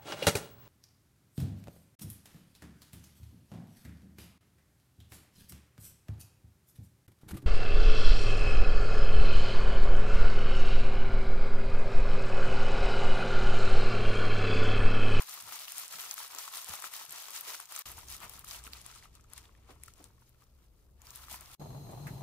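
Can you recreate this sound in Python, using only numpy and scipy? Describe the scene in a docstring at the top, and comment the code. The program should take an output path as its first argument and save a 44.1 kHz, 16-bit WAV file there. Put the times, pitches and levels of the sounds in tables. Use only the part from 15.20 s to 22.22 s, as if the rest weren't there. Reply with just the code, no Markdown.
"""In a kitchen, a hand in a thin plastic glove kneads soft food in a glass bowl. The glove rustles and snaps
as it folds, the mash squelches, air pockets pop, and the bowl thumps on the board.
Three scenes play with short gaps between them: kneading in a still room, kneading over a low rumble,
then a stove, where oil spurts twice from a bottle under a hissing fan and a low, wandering drone."""
import sys
import numpy as np
from scipy import signal
from scipy.io import wavfile

SR = 44100
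rng = np.random.default_rng(int(sys.argv[2]) if len(sys.argv) > 2 else 0)


def to_wav(sig):
    """Store sig (one row per channel, or 1-D mono) as 16-bit WAV at the path in sys.argv[1].

    Samples outside -1..1 are clipped; the rate is SR.
    """
    pcm = np.clip(np.atleast_2d(sig), -1, 1) * 32767
    pcm = np.round(pcm).astype(np.int16)
    wavfile.write(sys.argv[1], SR, pcm.T)  # frames by channels


N = 309582

# when each scene plays: start_s, end_s
STILL_ROOM, RUMBLING_ROOM, STOVE = (-1, 2.623), (2.655, 6.351), (6.395, 8)
# the tone colour of each noise: pitch_hz, relative_db
STILL_COLOUR = [(12, -45), (20, -2), (43, -11), (114, -4.5), (277, -21), (558, -43), (709, -16), (900, -24),
                (1170, -11), (1980, -120)]
GLOVE_COLOUR = [(880, -49), (1500, -4.5), (1810, -3.5), (3960, 2.5), (5540, -2.5), (6180, 2), (12900, -3.5),
                (14900, -5), (16000, -8.5)]
MASH_COLOUR = [(120, -62), (200, -12.5), (318, -24), (354, -11.5), (471, -14.5), (660, -3.5), (782, -3),
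               (1240, 2), (1520, -6.5), (2500, -5.5), (3250, -11), (5500, -120)]
RUMBLE_COLOUR = [(12, -20), (20, -11.5), (65, -7.5), (96, -12), (248, -26.5), (337, -24), (499, -27),
                 (698, -35), (1030, -32), (1660, -100), (11100, -49), (16000, -50)]
FAN_COLOUR = [(12, -48), (20, -24), (60, -12.5), (134, -6), (277, -17.5), (319, -13.5), (607, -25),
              (873, -13), (1290, -42), (3340, -38), (4060, -45), (4810, -31), (6360, -42), (12800, -41.5),
              (16000, -46)]
# how alike left and right are, for near and far sounds: pitch_hz, likeness (0 to 1)
NEAR_LIKENESS = [(130, 0.56), (640, 0.76), (1400, 0.57), (3000, 0.28), (15000, 0)]
FAR_LIKENESS = [(60, 0.83), (130, 0.9), (290, 0.76), (640, 0.38), (1400, 0.077), (3000, 0.03)]
# which side the hand is heard on: pitch_hz, left_minus_right_db
HAND_SIDE = [(300, -1.5), (600, 2.5), (1200, 5.5), (2500, 0.5), (9000, 2.5)]
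# the hand resting in the mash: time_s, rustle_db, squelch_db
RESTING_HAND = [(0, -56, -72.5), (1.88, -57.5, -64), (2.3, -51, -55), (2.47, -65, -91), (2.698, -56.5, -71),
                (3.5, -91, -67), (3.9, -74, -78.5), (4.5, -74, -73.5), (4.95, -75.5, -80),
                (5.76, -81.5, -86.5), (5.82, -73, -65.5), (6.35, -57.5, -62)]
# fingers squeezing the mash: full_strength_s, hold_s, rustle_db, squelch_db
FINGER_SQUEEZES = [(0, 0.0022, -43.5, -45.5), (0.082, 0.079, -47.5, -57.5), (0.174, 0.039, -51.5, -59.5),
                   (0.276, 0.019, -50.5, -54), (0.328, 0.033, -45, -52), (0.402, 0.042, -48, -55.5),
                   (0.49, 0.039, -48.5, -60.5), (0.562, 0.035, -46.5, -56), (0.61, 0.04, -48.5, -57),
                   (0.726, 0.037, -46, -53.5), (0.798, 0.064, -46, -53.5), (0.888, 0.043, -49, -55),
                   (0.983, 0.069, -46, -55.5), (1.11, 0.089, -53.5, -55.5), (1.194, 0.052, -45.5, -58),
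                   (1.272, 0.014, -50, -57), (1.341, 0.039, -43.5, -53), (1.404, 0.03, -48.8, -57.5),
                   (1.488, 0.061, -46.5, -50), (1.576, 0.023, -50, -56.5), (1.647, 0.0064, -43.5, -49.5),
                   (1.735, 0.032, -46, -55), (1.803, 0.024, -46.5, -54.5), (1.923, 0.056, -49, -56),
                   (1.983, 0.039, -49, -59.5), (2.052, 0.048, -53, -59.5), (2.146, 0.027, -43.5, -57.0),
                   (2.284, 0.015, -42.5, -52), (2.339, 0.0022, -43, -51.5), (2.396, 0.027, -51.5, -58.5),
                   (2.512, 0.02, -50.5, -56.5), (2.55, 0.1, -48, -55), (2.661, 0.058, -52, -56),
                   (2.788, 0, -51, -55.5), (2.833, 0.0025, -58, -65), (2.901, 0.051, -48, -59.5),
                   (3.028, 0.017, -50.5, -48), (3.098, 0.056, -56.5, -61.5), (3.15, 0.058, -59, -65.5),
                   (3.286, 0.054, -48, -57.5), (3.337, 0.046, -51, -57.5), (3.458, 0.0042, -52, -60.5),
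                   (3.53, 0.039, -54.5, -62), (3.578, 0.032, -56, -74), (3.655, 0.057, -55.5, -61.5),
                   (3.751, 0.033, -54, -65), (3.838, 0.0035, -57, -61), (3.956, 0, -63, -68),
                   (4.131, 0, -59, -62.5), (4.181, 0.0, -52.5, -62), (4.247, 0, -61.5, -65.5),
                   (4.509, 0, -60, -59), (4.636, 0.066, -64.5, -77), (4.775, 0.084, -66, -70),
                   (5.02, 0, -71, -87), (5.073, 0.0076, -71, -89), (5.22, 0.0022, -70, -71),
                   (5.398, 0.05, -77, -77.5), (5.586, 0.067, -79, -89), (5.86, 0.044, -60.5, -70),
                   (5.953, 0.026, -53.5, -66), (6.015, 0.03, -58, -68), (6.114, 0.032, -48.5, -57),
                   (6.219, 0, -68, -57), (6.34, 0.086, -56.5, -80)]
# air pockets bursting in the mash: start_s, peak_db, pitch_hz
MASH_POPS = [(.006, -31.5, 1160), (.175, -43, 1170), (.289, -38, 1200), (.323, -37, 1150),
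             (.481, -39, 1230), (.739, -33.5, 1370), (0.786, -40, 1370), (.84, -37, 1420),
             (.979, -35, 1230), (1.002, -35, 960), (1.147, -40, 1100), (1.185, -35, 1240),
             (1.278, -33, 1090), (1.537, -33, 820), (1.624, -37, 1290), (1.641, -27.5, 1220),
             (1.668, -39, 1240), (1.737, -38, 1350), (1.812, -37, 885), (2.084, -39, 1097),
             (2.283, -41, 1800), (2.346, -32, 1480), (2.399, -33, 1110), (2.522, -33.5, 1190),
             (2.564, -36, 1280), (2.577, -40, 1210), (2.78, -42.5, 920), (2.79, -46, 1190),
             (2.832, -44.5, 990), (2.93, -52, 1190), (2.95, -41, 1250), (3.014, -44, 1190),
             (3.183, -46, 1200), (3.242, -43, 1230), (3.468, -37, 1580), (3.476, -40, 1370),
             (3.55, -48, 1290), (3.66, -47, 1200), (3.7, -50, 1300), (3.725, -45.5, 1370),
             (3.759, -48, 1200), (3.826, -45, 1980), (3.855, -47.5, 1240), (3.995, -56.5, 1280),
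             (4.043, -56, 1240), (4.134, -48.5, 1170), (4.18, -38.5, 1820), (4.291, -53.5, 1060),
             (4.35, -53, 1800), (4.492, -47.5, 760), (4.635, -47, 2190), (4.681, -43, 1350),
             (4.802, -48, 737), (4.902, -58, 910), (4.979, -60, 1090), (5.02, -55.5, 920),
             (5.144, -60, 1400), (5.221, -54, 1205), (6.035, -47, 1300), (6.083, -40.5, 1170),
             (6.142, -32.5, 1020)]
# loud snaps of the glove: time_s, peak_db, pitch_hz, left_minus_right_db
GLOVE_SNAPS = [(0.0217, -27, 9000, 5), (0.0944, -30.0, 9800, 12), (0.1409, -28.5, 12700, 5),
               (0.2082, -33.5, 9550, 3), (0.2236, -34, 10300, 2.0), (0.3242, -31, 13500, 8),
               (0.3963, -31, 10000, 3.0), (0.4134, -33, 5000, 9), (0.4816, -28, 2820, 7),
               (0.5211, -27, 10000, 2), (0.5822, -23, 9500, 6), (0.5914, -33, 12700, 3.0),
               (0.5982, -26.5, 13500, 3), (0.6801, -30.5, 8600, 0.0), (0.8074, -29, 13200, 3.0),
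               (0.816, -30.5, 7700, 2), (0.8939, -31, 10100, 5.0), (0.9114, -19.5, 5900, 1),
               (0.9414, -28.5, 12700, 8.0), (0.9813, -31, 7250, 12), (1.0792, -37, 10800, 3),
               (1.1492, -28, 7450, 3), (1.1863, -23.5, 6670, 3.5), (1.2533, -38, 9600, 6.0),
               (1.2781, -31, 9300, 4), (1.3717, -26, 9900, -0.5), (1.445, -26, 8900, -3),
               (1.4939, -26.5, 9200, -1), (1.5392, -29, 12700, 1.0), (1.5538, -28.5, 7800, 5),
               (1.6022, -33, 11400, 3.0), (1.6227, -29, 9800, 3), (1.6685, -32, 12600, 5),
               (1.7377, -30, 10600, 2.0), (1.852, -34.5, 11100, 6.0), (1.8946, -31.5, 7100, 4.0),
               (1.9078, -31.0, 10800, 3), (1.9246, -25.5, 11900, 3.0), (2.0838, -34, 6900, 8.0),
               (2.1063, -30, 8750, 7), (2.1878, -34, 12700, 6.0), (2.21, -25.5, 12900, 7),
               (2.3414, -32, 4930, -7), (2.402, -28.5, 9500, 7.0), (2.4563, -35, 6800, 3.0),
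               (2.4902, -40.0, 8900, 3.0), (2.5227, -28.5, 10100, 1), (2.563, -22, 8000, 3.0),
               (2.5914, -24, 13400, 5.5), (2.6671, -35, 6340, 3.0), (2.7172, -33, 11200, 3.0),
               (2.7869, -34, 11200, -5), (2.8855, -33, 6200, 1.0), (2.9026, -33, 11200, 7.0),
               (2.9661, -37, 8700, 4.0), (3.0037, -36, 9200, 5), (3.0958, -30, 10400, 6.0),
               (3.1372, -35.5, 10300, 2), (3.1935, -34, 12800, 6.0), (3.2458, -34.5, 9500, 5),
               (3.3111, -27, 5300, 0), (3.4399, -32.5, 8200, 2), (3.4689, -36.5, 2500, -4),
               (3.4758, -36.0, 11300, -1), (3.5341, -26, 3960, -1), (3.6149, -36.5, 9600, 10),
               (3.6637, -30, 9700, 6), (3.9524, -39.5, 9700, 7), (4.0102, -48, 7700, 3),
               (4.0415, -47, 7100, 2), (4.1017, -47, 9600, 7.0), (4.1349, -30.0, 11300, 8),
               (4.1788, -28, 9700, 7), (4.2553, -45.0, 3800, 0), (4.6361, -28.5, 10300, 7),
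               (4.6615, -40, 9400, 3.0), (4.6819, -41, 9000, 10), (4.7379, -41, 7260, 6),
               (4.781, -49.0, 9600, 8.0), (4.8419, -36, 8300, 4), (5.0932, -50, 11100, 3.0),
               (5.2222, -53, 8000, 2), (5.2397, -50.5, 5540, 1), (5.8184, -40.5, 6550, 8.0),
               (5.8699, -38, 5330, 5.0), (5.9061, -34, 6940, 2.0), (5.9589, -33.5, 11700, 9),
               (6.0373, -46, 3130, 3.0), (6.1283, -34, 12700, 2.0), (6.2094, -36, 9900, 7),
               (6.2595, -39.5, 5330, 1.0)]
# the bowl pressed on the board: start_s, level_db, pitch_hz, decay_s
BOWL_THUMPS = [(.22, -62, 102, 0.054), (.73, -65.5, 146, 0.057), (1.15, -52.5, 386, 0.013),
               (1.49, -46, 73.6, 0.017), (1.88, -61, 138, 0.027), (2.27, -55.5, 442, 0.052),
               (3.02, -51.5, 147, 0.021), (3.15, -59.5, 130, 0.027), (3.46, -57, 183, 0.043),
               (4.49, -46.5, 303, 0.019), (4.795, -55.5, 271, 0.029), (6.11, -57, 133, 0.027)]
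# the wet glove loses its highest treble for a while: time_s, gain_db
TREBLE_GAIN = [(3.3, 3.5), (3.8, -5.5), (5.1, 3.5), (5.6, 5.5)]
# the rumble's rise and fall: time_s, gain_db
RUMBLE_GAIN = [(2.65, 5.5), (3.5, 1.5), (4.0, 1.5), (4.85, 1), (5.1, -3), (5.5, -1), (5.8, -0.5), (6.35, 2)]
# the fan's rushing air: time_s, level_db
FAN_AIR_LEVEL = [(6.4, -48.5), (6.75, -48), (6.9, -44.5), (7.02, -47.5)]
# a low drone wandering at random between about 100 and 150 Hz: time_s, pitch_hz, level_db
LOW_DRONE = [(6.41, 149.3, -53), (6.47, 138.8, -51), (6.55, 117.3, -47), (6.61, 151.6, -48.5),
             (6.71, 100.2, -53), (6.79, 135.6, -46.5), (6.84, 151.4, -48), (6.9, 118.1, -49.5),
             (7.0, 139.6, -47)]
# the fan's thin whistles: pitch_hz, width_hz, level_db
FAN_WHISTLES = [(4120, 330, -67.5), (6500, 97, -71.5), (11500, 590, -75), (12500, 800, -73)]
# oil spurting from the bottle: start_s, level_db, pitch_hz, decay_s
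OIL_SPURTS = [(6.71, -56, 9200, 0.01), (6.868, -42.5, 1480, 0.015)]

BOWL_HZ, BOWL_WIDTH_HZ = 1332, 69   # the ring of the air in the bowl's hollow
KNEADING_END_S = RUMBLING_ROOM[1]


def from_db(db):
    """Turns decibels into a gain."""
    return 10 ** (np.asarray(db) / 20)


def unit_level(x):
    """Scales a sound to an average (rms) level of 1."""
    return x / np.sqrt(np.mean(x ** 2) + 1e-20)


def over_time(rows):
    """Joins a table's points with lines, giving one value per sample."""
    time_s, *columns = np.transpose(rows)
    return [np.interp(np.arange(N) / SR, time_s, column) for column in columns]


def at_pitch(rows, hz):
    """Reads a table at one pitch."""
    pitches, values = np.transpose(rows)
    return np.interp(np.log(hz), np.log(pitches), values)


def sides(side_db):
    """Left and right gains; above 0 dB the left is louder."""
    return from_db(side_db / 2 * np.array([[1], [-1]]))


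def during(span):
    """Lets sound through within a scene, with 2 ms edges and a faint 25 ms spill outside."""
    t = np.arange(N) / SR
    inside_s = np.minimum(t - span[0], span[1] - t)
    return np.clip(inside_s / 0.002, 0, 1) + from_db(-21.5) * np.clip(inside_s / 0.025 + 1, 0, 1)


def ring(x, hz, width_hz):
    """Keeps the part of a sound near one pitch."""
    r = np.exp(-np.pi * width_hz / SR)
    feedback = [1, -2 * r * np.cos(2 * np.pi * hz / SR), r * r]
    return signal.lfilter(np.array([1, 0, -1]) * (1 - r * r) / 2, feedback, x)


def add(out, start_s, burst):
    """Mixes a short sound in."""
    i = max(round(start_s * SR), 0)
    out[:, i:i + burst.shape[1]] += burst[:, :N - i]


def flicker(per_s, spread_db, decay_s, size=N):
    """Random spikes of power that die quickly; few are large, and the average is 1."""
    starts = rng.random(size) < per_s / SR
    spikes = starts * from_db(2 * spread_db * np.minimum(rng.exponential(1, size), 4))
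    rounded = signal.lfilter([1], [1, -0.9], spikes + 1e-18)
    power = signal.lfilter([1], [1, -np.exp(-1 / (decay_s * SR))], rounded)
    return power / power.mean()


def coloured_noise(colour, likeness, texture=None, side=((100, 1.5), (9000, 2.0)), size=N):
    """Stereo noise in half-octave bands, each with its own level, side and optional texture."""
    out, white = 0, rng.standard_normal((2, 2, size))
    edges_hz = 20 * 2 ** np.arange(0, 10, 0.5)
    for k, (low, high) in enumerate(zip(edges_hz, np.append(edges_hz[1:], 19000))):
        if high < colour[0][0] or low > colour[-1][0]:
            continue
        band_pass = signal.butter(2, [low, high], "band", fs=SR, output="sos")
        shared, opposite = signal.sosfilt(band_pass, white[k % 2])
        hz = np.sqrt(low * high)
        alike = np.clip(at_pitch(likeness, hz), 0, 1)
        band = np.sqrt(1 + alike) * shared + np.sqrt(1 - alike) * opposite * [[1], [-1]]
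        gain = from_db(at_pitch(colour, hz)) * sides(at_pitch(side, hz))
        out = out + gain * band * (texture() if texture else 1)
    return unit_level(out)


def crackly_noise(colour, effort, per_s, spread_db, decay_s, smooth, shared):
    """Noise that crackles more with effort, both in all bands at once and in each band alone."""
    all_bands = flicker(per_s, spread_db, decay_s)

    def texture():
        crackle = shared * all_bands + flicker(per_s / 2, spread_db, decay_s)
        return np.sqrt(smooth + effort * crackle + (1 - effort) * (shared + 1))
    return coloured_noise(colour, NEAR_LIKENESS, texture, HAND_SIDE)


def puffs(rows, width, hiss, rise_s, alike):
    """Bursts of noise around one pitch that swell quickly and die away."""
    out, t = np.zeros((2, N)), np.arange(7000) / SR
    for start_s, db, hz, decay_s in rows:
        white = rng.standard_normal((3, len(t)))
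        noise = alike * white[0] + (1 - alike) * white[1:]
        pitched = unit_level(ring(ring(noise, hz, width * hz), hz, 2 * width * hz))
        shape = (1 - np.exp(-t / rise_s)) * np.exp(-t / decay_s)
        add(out, start_s, from_db(db) * (pitched + hiss * noise) * shape)
    return out


def drift(rate_hz):
    """A slow random wander, about 1 in size."""
    r = np.exp(-2 * np.pi * rate_hz / SR)
    return unit_level(signal.lfilter([1], [1, -2 * r, r * r], rng.standard_normal(N + SR))[SR:])


def still_room():
    """The very faint, low hush of a quiet room."""
    hush = from_db(-79) * coloured_noise(STILL_COLOUR, NEAR_LIKENESS, size=3 * SR)
    return np.pad(hush, [(0, 0), (0, N - 3 * SR)])


def kneading_levels(swell_db_per_s=407, fade_db_per_s=346):
    """Rustle and squelch levels in dB: each squeeze swells, holds and fades over the resting hand."""
    t = np.arange(0, N, 32) / SR
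    full_s, hold_s, *peaks_db = np.transpose(FINGER_SQUEEZES)[:, :, None]
    swell_db = swell_db_per_s * np.minimum(t - full_s, 0)
    fade_db = fade_db_per_s * np.minimum(full_s + hold_s - t, 0)
    levels_db = []
    for rest_db, peak_db in zip(over_time(RESTING_HAND), peaks_db):
        power = np.sum(from_db(2 * (peak_db + swell_db + fade_db)), axis=0)
        power = np.interp(np.arange(N) / SR, t, power)
        levels_db.append(10 * np.log10(from_db(2 * rest_db) + power))
    return levels_db


def glove_rustle(effort):
    """Thin plastic creases in many tiny, bright ticks."""
    return crackly_noise(GLOVE_COLOUR, effort, per_s=240, spread_db=2, decay_s=0.0009,
                         smooth=2.2, shared=1.5)


def mash_squelch(effort):
    """Squeezed food crackles wetly, and the bowl's hollow rings with it."""
    wet = crackly_noise(MASH_COLOUR, effort, per_s=150, spread_db=2.5, decay_s=0.004,
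                        smooth=1.1, shared=0.4)
    return unit_level(wet + 0.82 * ring(wet, BOWL_HZ, BOWL_WIDTH_HZ))


def mash_pops(rows, rise_cycles=0.85, decay_cycles=2.2):
    """An air pocket bursts: a short, rough tone with a brighter splat, then the bowl rings on."""
    out = np.zeros((2, N))
    for start_s, db, hz in rows:
        noise = rng.standard_normal((2, 1300))
        cycles = np.arange(1300) * hz / SR
        rough = unit_level(ring(ring(noise, hz, 0.68 * hz), hz, 2.2 * hz))
        splat = unit_level(ring(ring(noise, 1.44 * hz, 0.83 * hz), 1.37 * hz, 0.85 * hz))
        tone = np.sin(2 * np.pi * cycles) + 0.53 * rough + 0.19 * splat
        age = cycles / from_db(0.29 * (-38.5 - db))   # weak pops rise and fade more slowly
        pop = tone * (1 - np.exp(-age / rise_cycles)) * np.exp(-age / decay_cycles)
        pop = pop + 0.67 * ring(pop, BOWL_HZ, BOWL_WIDTH_HZ)
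        add(out, start_s, from_db(db) * sides(4) * pop / np.abs(pop).max())
    return out


def small_pops(squelch_db, per_s=22, low_hz=900, high_hz=2600):
    """Air pockets burst at random moments, louder when the squelch is loud."""
    count = int(per_s * KNEADING_END_S)
    when, pitch = rng.random((count, 2)).T
    start_s = when * KNEADING_END_S
    hz = low_hz * (high_hz / low_hz) ** pitch ** 2
    db = squelch_db[(start_s * SR).astype(int)] + rng.normal(6, 2, count)
    return mash_pops(zip(start_s, db, hz))


def glove_snaps(rows, rise_s=0.0004, decay_s=0.0006, tail_db=-18, tail_s=0.006):
    """A fold of plastic buckles: a sharp click of noise with one strong pitch and a faint tail."""
    out, t = np.zeros((2, N)), np.arange(-100, 1000) / SR
    after = np.maximum(t, 0)
    fade = np.exp(-after / decay_s) + from_db(tail_db) * np.exp(-after / tail_s)
    shape = np.exp(np.minimum(t, 0) / rise_s) * fade
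    high_pass = signal.butter(1, 1500, "high", fs=SR, output="sos")
    for time_s, db, hz, side_db in rows:
        noise = signal.sosfilt(high_pass, rng.standard_normal((2, len(t))))
        snap = shape * (0.55 * np.diff(noise, prepend=0) + unit_level(ring(noise, hz, 0.21 * hz)))
        snap /= np.abs(snap).max(axis=1, keepdims=True)
        add(out, time_s + t[0], from_db(db) * sides(side_db) * snap)
    return out


def small_snaps(rustle_db, per_s=60, low_hz=2500, high_hz=13000):
    """Small folds buckle at random moments, louder when the rustle is loud."""
    count = int(per_s * KNEADING_END_S)
    when, pitch = rng.random((count, 2)).T
    extra_db, side_db = rng.normal([11.5, 3], [2.5, 4], (count, 2)).T
    time_s = when * KNEADING_END_S
    hz = low_hz * (high_hz / low_hz) ** pitch
    db = rustle_db[(time_s * SR).astype(int)] + extra_db
    return glove_snaps(zip(time_s, db, hz, side_db), rise_s=0.00016, decay_s=0.00037, tail_db=-17)


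def bowl_thumps():
    """The bowl is pressed on the board and gives dull knocks."""
    return puffs(BOWL_THUMPS, width=0.82, hiss=0, rise_s=0.0052, alike=0.69)


def kneading_hand():
    """Rustle and squelch follow the squeezes, with snaps, pops and thumps on top."""
    rustle_db, squelch_db = kneading_levels()
    effort = np.clip((rustle_db + 102) / 22, 0, 1)   # a gentle hand crackles less
    kneading = from_db(rustle_db) * glove_rustle(effort) + from_db(squelch_db) * mash_squelch(effort)
    thumps = bowl_thumps()
    kneading += small_snaps(rustle_db) + small_pops(squelch_db)
    hand = kneading * (during(STILL_ROOM) + during(RUMBLING_ROOM)) + glove_snaps(GLOVE_SNAPS)
    body = signal.sosfiltfilt(signal.butter(2, 11500, fs=SR, output="sos"), hand)
    treble = from_db(over_time(TREBLE_GAIN)[0]) * (hand - body)
    return body + treble + mash_pops(MASH_POPS) + thumps


def room_rumble(hum_hz=123, low_hz=62, wander_hz=6):
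    """Low noise with a steady-pitched hum and a lower, wandering one; all sway in loudness."""
    noise = from_db(-64 + over_time(RUMBLE_GAIN)[0]) * coloured_noise(RUMBLE_COLOUR, FAR_LIKENESS)
    hum = from_db(-74.5 + 2 * drift(3.2)) * np.sin(2 * np.pi * hum_hz * np.arange(N) / SR)
    cycles = np.cumsum(low_hz + wander_hz * drift(10)) / SR
    low_hum = from_db(-67 + 4.3 * drift(2.9)) * np.sin(2 * np.pi * cycles)
    return noise + np.sqrt(2) * (hum + low_hum) * sides(0.83)


def stove_fan():
    """A fan's gusty, hissing air and whistles, in the last second."""
    gusts = np.sqrt(0.4 + 0.6 * flicker(per_s=55, spread_db=1.2, decay_s=0.004, size=SR))
    air = coloured_noise(FAN_COLOUR, FAR_LIKENESS, size=SR)
    middle = signal.sosfiltfilt(signal.butter(1, [220, 2500], "band", fs=SR, output="sos"), air)
    air = unit_level(air + (gusts - 1) * middle)   # gusts shake the middle pitches
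    air_db, = over_time(FAN_AIR_LEVEL)
    fan = from_db(air_db[-SR:]) * air + fan_whistles(SR)
    return np.pad(fan, [(0, 0), (N - SR, 0)])


def fan_whistles(size):
    """Hiss squeezed into a few narrow, high bands."""
    out = 0
    for hz, width_hz, db in FAN_WHISTLES:
        noise = rng.standard_normal((2, size))
        out = out + from_db(db) * unit_level(ring(ring(noise, hz, width_hz), hz, width_hz))
    return out


def low_drone():
    """A low drone wandering at random between about 100 and 150 Hz."""
    hz, db = over_time(LOW_DRONE)
    return np.sqrt(2) * from_db(db) * np.sin(2 * np.pi * np.cumsum(hz) / SR) * sides(1.3)


def oil_spurts():
    """Oil leaves the bottle in short, hissy spits."""
    return puffs(OIL_SPURTS, width=0.58, hiss=0.9, rise_s=0.0017, alike=0.096)


def scene():
    """The hand and the oil bottle over the background of each scene."""
    rooms = still_room() * during(STILL_ROOM) + room_rumble() * during(RUMBLING_ROOM)
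    oil = oil_spurts()
    return rooms + kneading_hand() + (stove_fan() + low_drone()) * during(STOVE) + oil


def record(dry, cutoff_hz=15600):
    """The right side arrives three samples late, and the very highest treble is cut steeply."""
    late_right = np.append(np.zeros(3), dry[1, :-3])
    low_pass = signal.ellip(12, 0.3, 70, cutoff_hz, fs=SR, output="sos")
    return signal.sosfilt(low_pass, np.array([dry[0], late_right]))


dry = scene()
out = record(dry)
to_wav(out)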